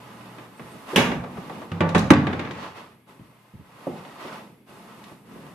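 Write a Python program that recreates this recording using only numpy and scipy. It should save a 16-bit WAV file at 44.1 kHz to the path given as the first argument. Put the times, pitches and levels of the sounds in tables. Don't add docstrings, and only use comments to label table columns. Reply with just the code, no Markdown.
import sys
import numpy as np
from scipy import signal
from scipy.fft import rfft, irfft
from scipy.io import wavfile

SR = 44100
rng = np.random.default_rng(int(sys.argv[2]) if len(sys.argv) > 2 else 0)


def dump_mix(stems):
    frames = np.atleast_2d(stems).T
    limited = np.clip(frames, -1, 1)
    pcm = np.round(limited * 32767).astype(np.int16)
    wavfile.write(sys.argv[1], SR, pcm)


N = 244314

# start_s, length_s, rise_s, rub_db, hiss_db, rumble_db
MOVEMENTS = [(0, 0.43, 0.0033, -53, -60.5, -50), (0.417, 0.65, 0.25, -53, -58, -51),
             (0.851, 0.17, 0.057, -42, -52, -60), (1.161, 0.47, 0.23, -50, -59.5, -42.5),
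             (1.676, 0.84, 0.054, -51, -71, -42.5), (2.495, 0.15, 0.14, -41.5, -63, -71),
             (2.738, 0.054, 0.032, -46.5, -61.5, -56), (3.06, 0.051, 0.033, -57.5, -63.5, -55),
             (3.168, 0.51, .06, -65, -70.5, -65), (3.605, 0.56, 0.26, -52.5, -60.5, -54.5),
             (4.166, .11, 0.046, -44.5, -58, -67), (4.277, 0.094, 0.062, -46.5, -58.5, -47.5),
             (4.659, 0.46, 0.036, -55.5, -60.5, -51), (5.22, 0.3, 0.11, -56, -61.5, -47.5)]


def closet_bang(flex_hz=268, flex_peak_s=0.0069, flex_boost_db=2):
    # start_s, level_db, bass_db, treble_db, crack_t60_s, tail_db, ring_db
    bangs = [(2.1041, 0.83, -2.5, 0, 0.058, -18, -10)]
    # freq_hz, density_db
    colour = [(45, -19), (90, 4), (160, 7), (290, 3), (450, -5), (750, -10), (1400, -6.5), (2600, -16.5),
              (4200, -28), (6200, -29.5), (9000, -34.5), (14000, -50)]
    # pitch_hz, level_db, t60_s
    modes = [(91, -14, 1.2), (145, -3, .5), (214, -6, .45), (248, -1, .55), (295, 0, .48), (443, -12, .4),
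             (548, -6, .25), (668, -16, .3), (822, -13, .33), (894, -12, .23), (1128, -17, .44),
             (1542, -19, .3)]
    t = np.arange(SR) / SR
    swell = (t / flex_peak_s * np.exp(1 - t / flex_peak_s)) ** 4
    flex = swell * np.sin(2 * np.pi * flex_hz * t)
    mix = wood_blows(bangs, colour, modes, tail_treble_db=-16.5, pan_db=-0.9)
    for start_s, level_db, *_ in bangs:
        add(mix, start_s, amp(level_db + flex_boost_db) * flex[None])
    return mix


def closet_knocks():
    # start_s, level_db, bass_db, treble_db, crack_t60_s, tail_db, ring_db
    blows = [(1.717, -29, 3.5, 2, 0.043, -13, 2.5), (1.8055, -11, 0.5, -9.5, 0.061, -9.5, -4.5),
             (1.9475, -13, 11.5, -1, 0.14, -9.5, -11.5)]
    # freq_hz, density_db
    colour = [(45, -9), (90, -2.5), (160, 7.5), (280, 10.5), (450, 4), (850, 3.5), (1300, 1.5), (2600, -5),
              (4200, -16.5), (6000, -24), (9000, -22), (14000, -70)]
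    # pitch_hz, level_db, t60_s
    modes = [(95.1, 3.5, 0.47), (167.3, 8, 0.54), (178.6, -0.5, 0.37), (213, -1, 0.2), (296.4, -17, 0.58),
             (354, -10.5, 0.81), (479, -12.5, 0.51), (520, 0.5, 0.4), (520, -0.5, 0.59), (800, -13.5, 0.41),
             (893, -25.5, 0.098), (1230, -0.5, 0.099)]
    return wood_blows(blows, colour, modes, tail_treble_db=-21, pan_db=-1.3)


def latching_door():
    # start_s, level_db, bass_db, treble_db, crack_t60_s, tail_db, ring_db
    claps = [(0.9595, -13.5, -0.54, 0.027, 0.068, 0, -6)]
    # freq_hz, density_db
    colour = [(45, -17.5), (90, -8), (190, -1.5), (380, 2), (560, -10.5), (850, -6), (1500, -10),
              (2400, -9), (3100, 0), (4200, -28.5), (6200, -8), (8000, -30), (11500, -17.5), (14000, -44)]
    # pitch_hz, level_db, t60_s
    modes = [(181.4, 4.5, 0.99), (244.6, 5.5, 0.94), (368.4, 2, 0.49), (436.4, -1, 0.48), (547, 3, 0.51),
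             (843, -14.5, 0.7), (1157, -17, 0.31), (1640, -17.5, 0.33), (1900, -10.5, 0.27),
             (2401, -11, 0.63), (2430, -15.5, 0.32), (3300, -12, 0.38), (3000, -10.5, 0.23),
             (3332, -16.5, 0.33)]
    return wood_blows(claps, colour, modes, tail_treble_db=-7, pan_db=-1.6)


def bolt():
    # start_s, level_db
    pings = [(0.9587, -13), (1.715, -40), (1.806, -31)]
    # pitch_hz, level_db, t60_s
    modes = [(2340, -5, .06), (2680, -2, .06), (2875, 0, .08), (3046, -2, .06), (3216, -1, .05),
             (3420, -5, .04)]
    mix = np.zeros((2, N))
    for start_s, level_db in pings:
        add(mix, start_s, amp(level_db) * ring(modes)[None])
    return mix


def catch_clicks():
    # start_s, level_db, treble_db
    clicks = [(.382, -32.5, -16), (0.5944, -29.5, -25), (1.116, -18.5, -17), (1.89, -39.5, 15.5),
              (1.980, -49.5, 39.5), (1.991, -46, 33), (2.134, -21.5, 2), (2.268, -14.5, -19),
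              (2.330, -20.5, -15.5), (2.393, -21.5, -10), (2.412, -24, -32), (2.449, -26.5, -15),
              (2.472, -29.5, -18), (2.509, -33.5, 2), (4.05, -36.5, -9), (4.273, -42.5, -4),
              (4.693, -51, -15), (5.039, -53, 18), (5.08, -55, 9)]
    # freq_hz, density_db
    colour = [(60, -30.5), (250, 10), (800, -1), (1700, 3.5), (3000, 1), (4500, -10), (8000, -21.5),
              (14000, -39)]
    mix = np.zeros((2, N))
    for start_s, level_db, treble_db in clicks:
        click = crack(colour, t60_s=0.056, tail_db=-11, tail_treble_db=-2, treble_db=treble_db)
        add(mix, start_s, amp(level_db) * click)
    return mix


def hollow_knocks(bass_db=-2, treble_db=-1, t60_s=0.073, tail_db=-11):
    # start_s, level_db, ring_db
    knocks = [(.932, -27.5, 4), (3.869, -21, 1), (4.249, -35, 2)]
    # freq_hz, density_db
    colour = [(45, -20.5), (100, -7), (160, 0.5), (250, 7.5), (400, 4.5), (700, -2), (950, -12),
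              (1400, -37.5), (4000, -47), (14000, -44)]
    # pitch_hz, level_db, t60_s
    modes = [(157, -8, 0.4), (285, -24, 0.1), (332, -7.5, 0.14), (372, 3.5, 0.11), (492, -2, 0.16),
             (550, 2.5, 0.049), (697, -13, .15)]
    blows = [(start_s, level_db, bass_db, treble_db, t60_s, tail_db, ring_db)
             for start_s, level_db, ring_db in knocks]
    return wood_blows(blows, colour, modes, tail_treble_db=0.5, pan_db=-0.5)


def steps():
    # start_s, level_db, bass_db
    footfalls = [(0.603, -32.5, -10.5), (0.739, -27, -24), (1.159, -35.5, 14), (1.377, -21, -20),
                 (3.193, -38, -1), (3.254, -50, -14), (3.535, -44.5, 11.5), (3.594, -43.5, 6.5),
                 (5.114, -31, -26), (5.355, -27.5, -30)]
    # freq_hz, density_db
    colour = [(40, -9.5), (75, -3), (130, 6.5), (220, -2.5), (350, -11.5), (800, -26), (3000, -46.5),
              (14000, -59)]
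    mix = np.zeros((2, N))
    for start_s, level_db, bass_db in footfalls:
        thud = crack(colour, t60_s=0.16, tail_db=-17, tail_treble_db=-8.5, bass_db=bass_db, treble_db=-8)
        add(mix, start_s, amp(level_db) * thud)
    return mix


def hand_bumps():
    # start_s, level_db
    pats = [(1.238, -32), (1.370, -35.5), (1.495, -32.5), (1.616, -35.5)]
    # freq_hz, density_db
    colour = [(100, -21.5), (400, 2.5), (900, 3), (1400, -6.5), (2200, -13.5), (4000, -25.5), (14000, -50)]
    mix = np.zeros((2, N))
    for start_s, level_db in pats:
        add(mix, start_s, amp(level_db) * crack(colour, t60_s=0.1, tail_db=-12, tail_treble_db=-3))
    return mix


def rustle(rub_boost_db=6, snag_db=-9, snags_per_s=70, release_s=0.017):
    # freq_hz, density_db
    rub_colour = [(100, -22), (280, 0), (550, 2), (1100, 4), (1700, -4), (2800, -7), (4500, -14.5),
                  (7000, -24.5), (14000, -37.5)]
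    # freq_hz, density_db
    hiss_colour = [(2000, -19.5), (4500, -6.5), (7000, -5), (9000, -2.5), (12000, -3), (14000, -7.5)]
    snags = (rng.random(N) < snags_per_s / SR) * rng.exponential(1, N)
    release = np.exp(-np.arange(SR // 20) / SR / release_s)
    snag_lift = amp(snag_db) * unit_rms(signal.oaconvolve(snags, release)[:N])
    *_, rub_db, hiss_db, _ = np.transpose(MOVEMENTS)
    rubbing = movement_gain(rub_db + rub_boost_db, fade_db_per_s=122.5) * steady_noise(rub_colour)
    hiss = movement_gain(hiss_db, fade_db_per_s=72.5) * steady_noise(hiss_colour)
    return rubbing * np.hypot(1, snag_lift) + hiss


def rumble(boost_db=1, uneven_db=0.5):
    # freq_hz, density_db
    colour = [(30, -20.5), (60, -11.5), (100, -8.5), (130, 0.5), (165, 3), (200, 4.5), (225, 3), (275, 0.5),
              (450, -5), (900, -19.5), (3000, -49.5)]
    *_, rumble_db = np.transpose(MOVEMENTS)
    shudder = amp(boost_db - uneven_db * flutter(rate_hz=12))
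    return movement_gain(rumble_db, fade_db_per_s=41.5) * shudder * steady_noise(colour)


def hinge(waver=0.006):
    # start_s, length_s, pitch_hz, level_db
    squeaks = [(0.556, 0.042, 8500, -60), (0.701, 0.045, 8570, -55)]
    mix = np.zeros((2, N))
    unsteady = 1 + waver * flutter(rate_hz=120)
    for start_s, length_s, pitch_hz, level_db in squeaks:
        wavering_hz = pitch_hz * unsteady[round(start_s * SR):][:round(length_s * SR)]
        cycles = np.cumsum(wavering_hz) / SR
        squeak = np.hanning(len(cycles)) * np.sin(2 * np.pi * cycles)
        add(mix, start_s, amp(level_db) * squeak[None])
    return mix


def room_tone(air_db=-66, hum_hz=120):
    # freq_hz, density_db
    air_colour = [(18, -45.5), (30, -25), (109, -18.5), (336, -28.5), (941, -10.5), (1420, -19),
                  (2140, -10), (5010, -28), (6310, -34), (12600, -17.5), (14000, -40)]
    # time_s, level_db
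    hum_levels = [(.47, -51), (.6, -63)]
    hum = gain_curve(hum_levels) * np.sin(2 * np.pi * hum_hz * np.arange(N) / SR)
    return amp(air_db) * steady_noise(air_colour) + hum


def wood_blows(blows, colour, modes, tail_treble_db, pan_db):
    mix = np.zeros((2, N))
    for start_s, level_db, bass_db, treble_db, t60_s, tail_db, ring_db in blows:
        board = amp(ring_db) * ring(modes, bass_db, treble_db)
        contact = crack(colour, t60_s, tail_db, tail_treble_db, bass_db, treble_db)
        add(mix, start_s, amp(level_db) * (contact + board))
    return mix * amp([[pan_db / 2], [-pan_db / 2]])


def crack(colour, t60_s, tail_db, tail_treble_db, bass_db=0, treble_db=0, bands=18, fill_s=0.0095):
    # centre_hz, width_hz, boost_db
    fittings = [(886, 70, 2.5), (1160, 20, 11), (1580, 20, 2.5), (1940, 200, 3.5), (2420, 110, 0.5),
                (2420, 210, 0.5), (2660, 30, 2), (2820, 23, 7.5), (3210, 29, -14.5), (3864, 270, 10.5),
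                (5700, 1500, 2.5)]
    # freq_hz, t60_s
    hall_decay = [(60, 0.62), (150, 1.09), (300, 0.3), (600, 0.79), (1500, 0.53), (3000, 0.38),
                  (6000, 0.41), (13000, 0.29)]
    t = np.arange(SR) / SR
    centres = np.geomspace(42, 15000, bands)
    hz, noise = stereo_spectra(len(t))
    noise *= amp(sum(db / (1 + (2 * (hz - centre) / width) ** 2) for centre, width, db in fittings))
    weights = amp(value_at(colour, centres)) * np.sqrt(centres)
    weights = weights / np.linalg.norm(weights) * tilt(centres, bass_db, treble_db)
    direct = decay(t, t60_s)
    hall_fill = 1 - np.exp(-t / fill_s)
    mix = np.zeros((2, len(t)))
    for centre, weight, this_band in zip(centres, weights, np.eye(bands)):
        band = irfft(noise * np.sqrt(np.interp(hz, centres, this_band)), len(t))
        wall_return = amp(tail_db + tail_treble_db / (1 + (6000 / centre) ** 4))
        tail = wall_return * hall_fill * decay(t, value_at(hall_decay, centre))
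        attack = 1 - np.exp(-t / (0.0006 + 0.5 / centre))
        envelope = np.hypot(direct, tail) * attack
        mix += weight * np.sqrt(np.mean(envelope ** 2)) * unit_rms(band * envelope)
    return mix


def ring(modes, bass_db=0, treble_db=0, attack_s=0.00073):
    t = np.arange(SR) / SR
    gains = amp([db for _, db, _ in modes])
    gains = gains / np.linalg.norm(gains) * np.sqrt(2)
    tone = np.zeros(len(t))
    for k, (hz, _, t60_s) in enumerate(modes):
        strength = (-1) ** k * gains[k] * tilt(hz, bass_db, treble_db)
        tone += strength * np.sin(2 * np.pi * hz * t) * decay(t, t60_s)
    return tone * (1 - np.exp(-t / attack_s))


def tilt(hz, bass_db, treble_db):
    return amp(bass_db / (1 + (hz / 170) ** 2) + treble_db / (1 + (2500 / hz) ** 2))


def movement_gain(levels_db, fade_db_per_s):
    t, power = np.arange(N) / SR, np.zeros(N)
    for (start_s, length_s, rise_s, *_), level_db in zip(MOVEMENTS, levels_db):
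        onset = np.clip((t - start_s) / rise_s, 0, 1)
        stopped_s = np.maximum(t - start_s - length_s, 0)
        power += (onset * amp(level_db - fade_db_per_s * stopped_s)) ** 2
    return np.sqrt(power)


def stereo_spectra(size, walls=5):
    # freq_hz, coherence
    likeness = [(60, 0.9), (250, 0.94), (500, 0.84), (1000, 0.48), (2500, 0.21), (13000, 0.083)]
    hz = np.fft.rfftfreq(size, 1 / SR)
    common, apart = rng.standard_normal((2, len(hz))) + 1j * rng.standard_normal((2, len(hz)))
    coherence = value_at(likeness, hz)
    mid, side = np.sqrt(1 + coherence) * common, np.sqrt(1 - coherence) * apart
    reflections = rng.uniform([0.001, 0], [0.008, 1], (walls, 2))
    comb = sum(np.cos(2 * np.pi * (hz * delay_s + turns)) for delay_s, turns in reflections)
    ripple = np.exp(0.18 * comb * hz / (hz + 500))
    return hz, ripple * np.array([mid + side, mid - side])


def steady_noise(colour):
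    hz, noise = stereo_spectra(N)
    return unit_rms(irfft(noise * amp(value_at(colour, hz)), N))


def flutter(rate_hz):
    hz = np.fft.rfftfreq(N, 1 / SR)
    return unit_rms(irfft(rfft(rng.standard_normal(N)) / (1 + (hz / rate_hz) ** 2), N))


def value_at(points, hz):
    point_hz, values = np.transpose(points)
    return np.interp(np.log(hz + 1), np.log(point_hz + 1), values)


def gain_curve(points):
    time_s, level_db = np.transpose(points)
    return amp(np.interp(np.arange(N) / SR, time_s, level_db))


def decay(t, t60_s):
    return np.exp(-np.log(1000) * t / t60_s)


def amp(db):
    return 10 ** (np.asarray(db) / 20)


def unit_rms(x):
    return x / np.sqrt(np.mean(x ** 2) + 1e-20)


def add(mix, start_s, sound):
    part = mix[:, round(start_s * SR):][:, :sound.shape[1]]
    part += sound[:, :part.shape[1]]


def scene():
    # time_s, left_minus_right_db
    sway = [(2.9, -1.5), (3.1, 0), (3.5, 0), (3.8, -1)]
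    door = latching_door() + bolt() + hinge()
    closet = closet_knocks() + closet_bang()
    left_gain = np.sqrt(gain_curve(sway))
    walker = (steps() + rustle()) * np.array([left_gain, 1 / left_gain])
    contacts = hollow_knocks() + catch_clicks() + hand_bumps()
    return door + closet + contacts + walker + rumble() + room_tone()


def record(dry, low_cut_hz=40, high_cut_hz=14200):
    low_cut = signal.butter(2, low_cut_hz, "highpass", fs=SR, output="sos")
    high_cut = signal.firwin(511, high_cut_hz, window=("kaiser", 9), fs=SR)
    clipped = np.clip(signal.sosfilt(low_cut, dry), -1, 1)
    return signal.oaconvolve(clipped, high_cut[None], "same")


dry = scene()
out = record(dry)
dump_mix(out)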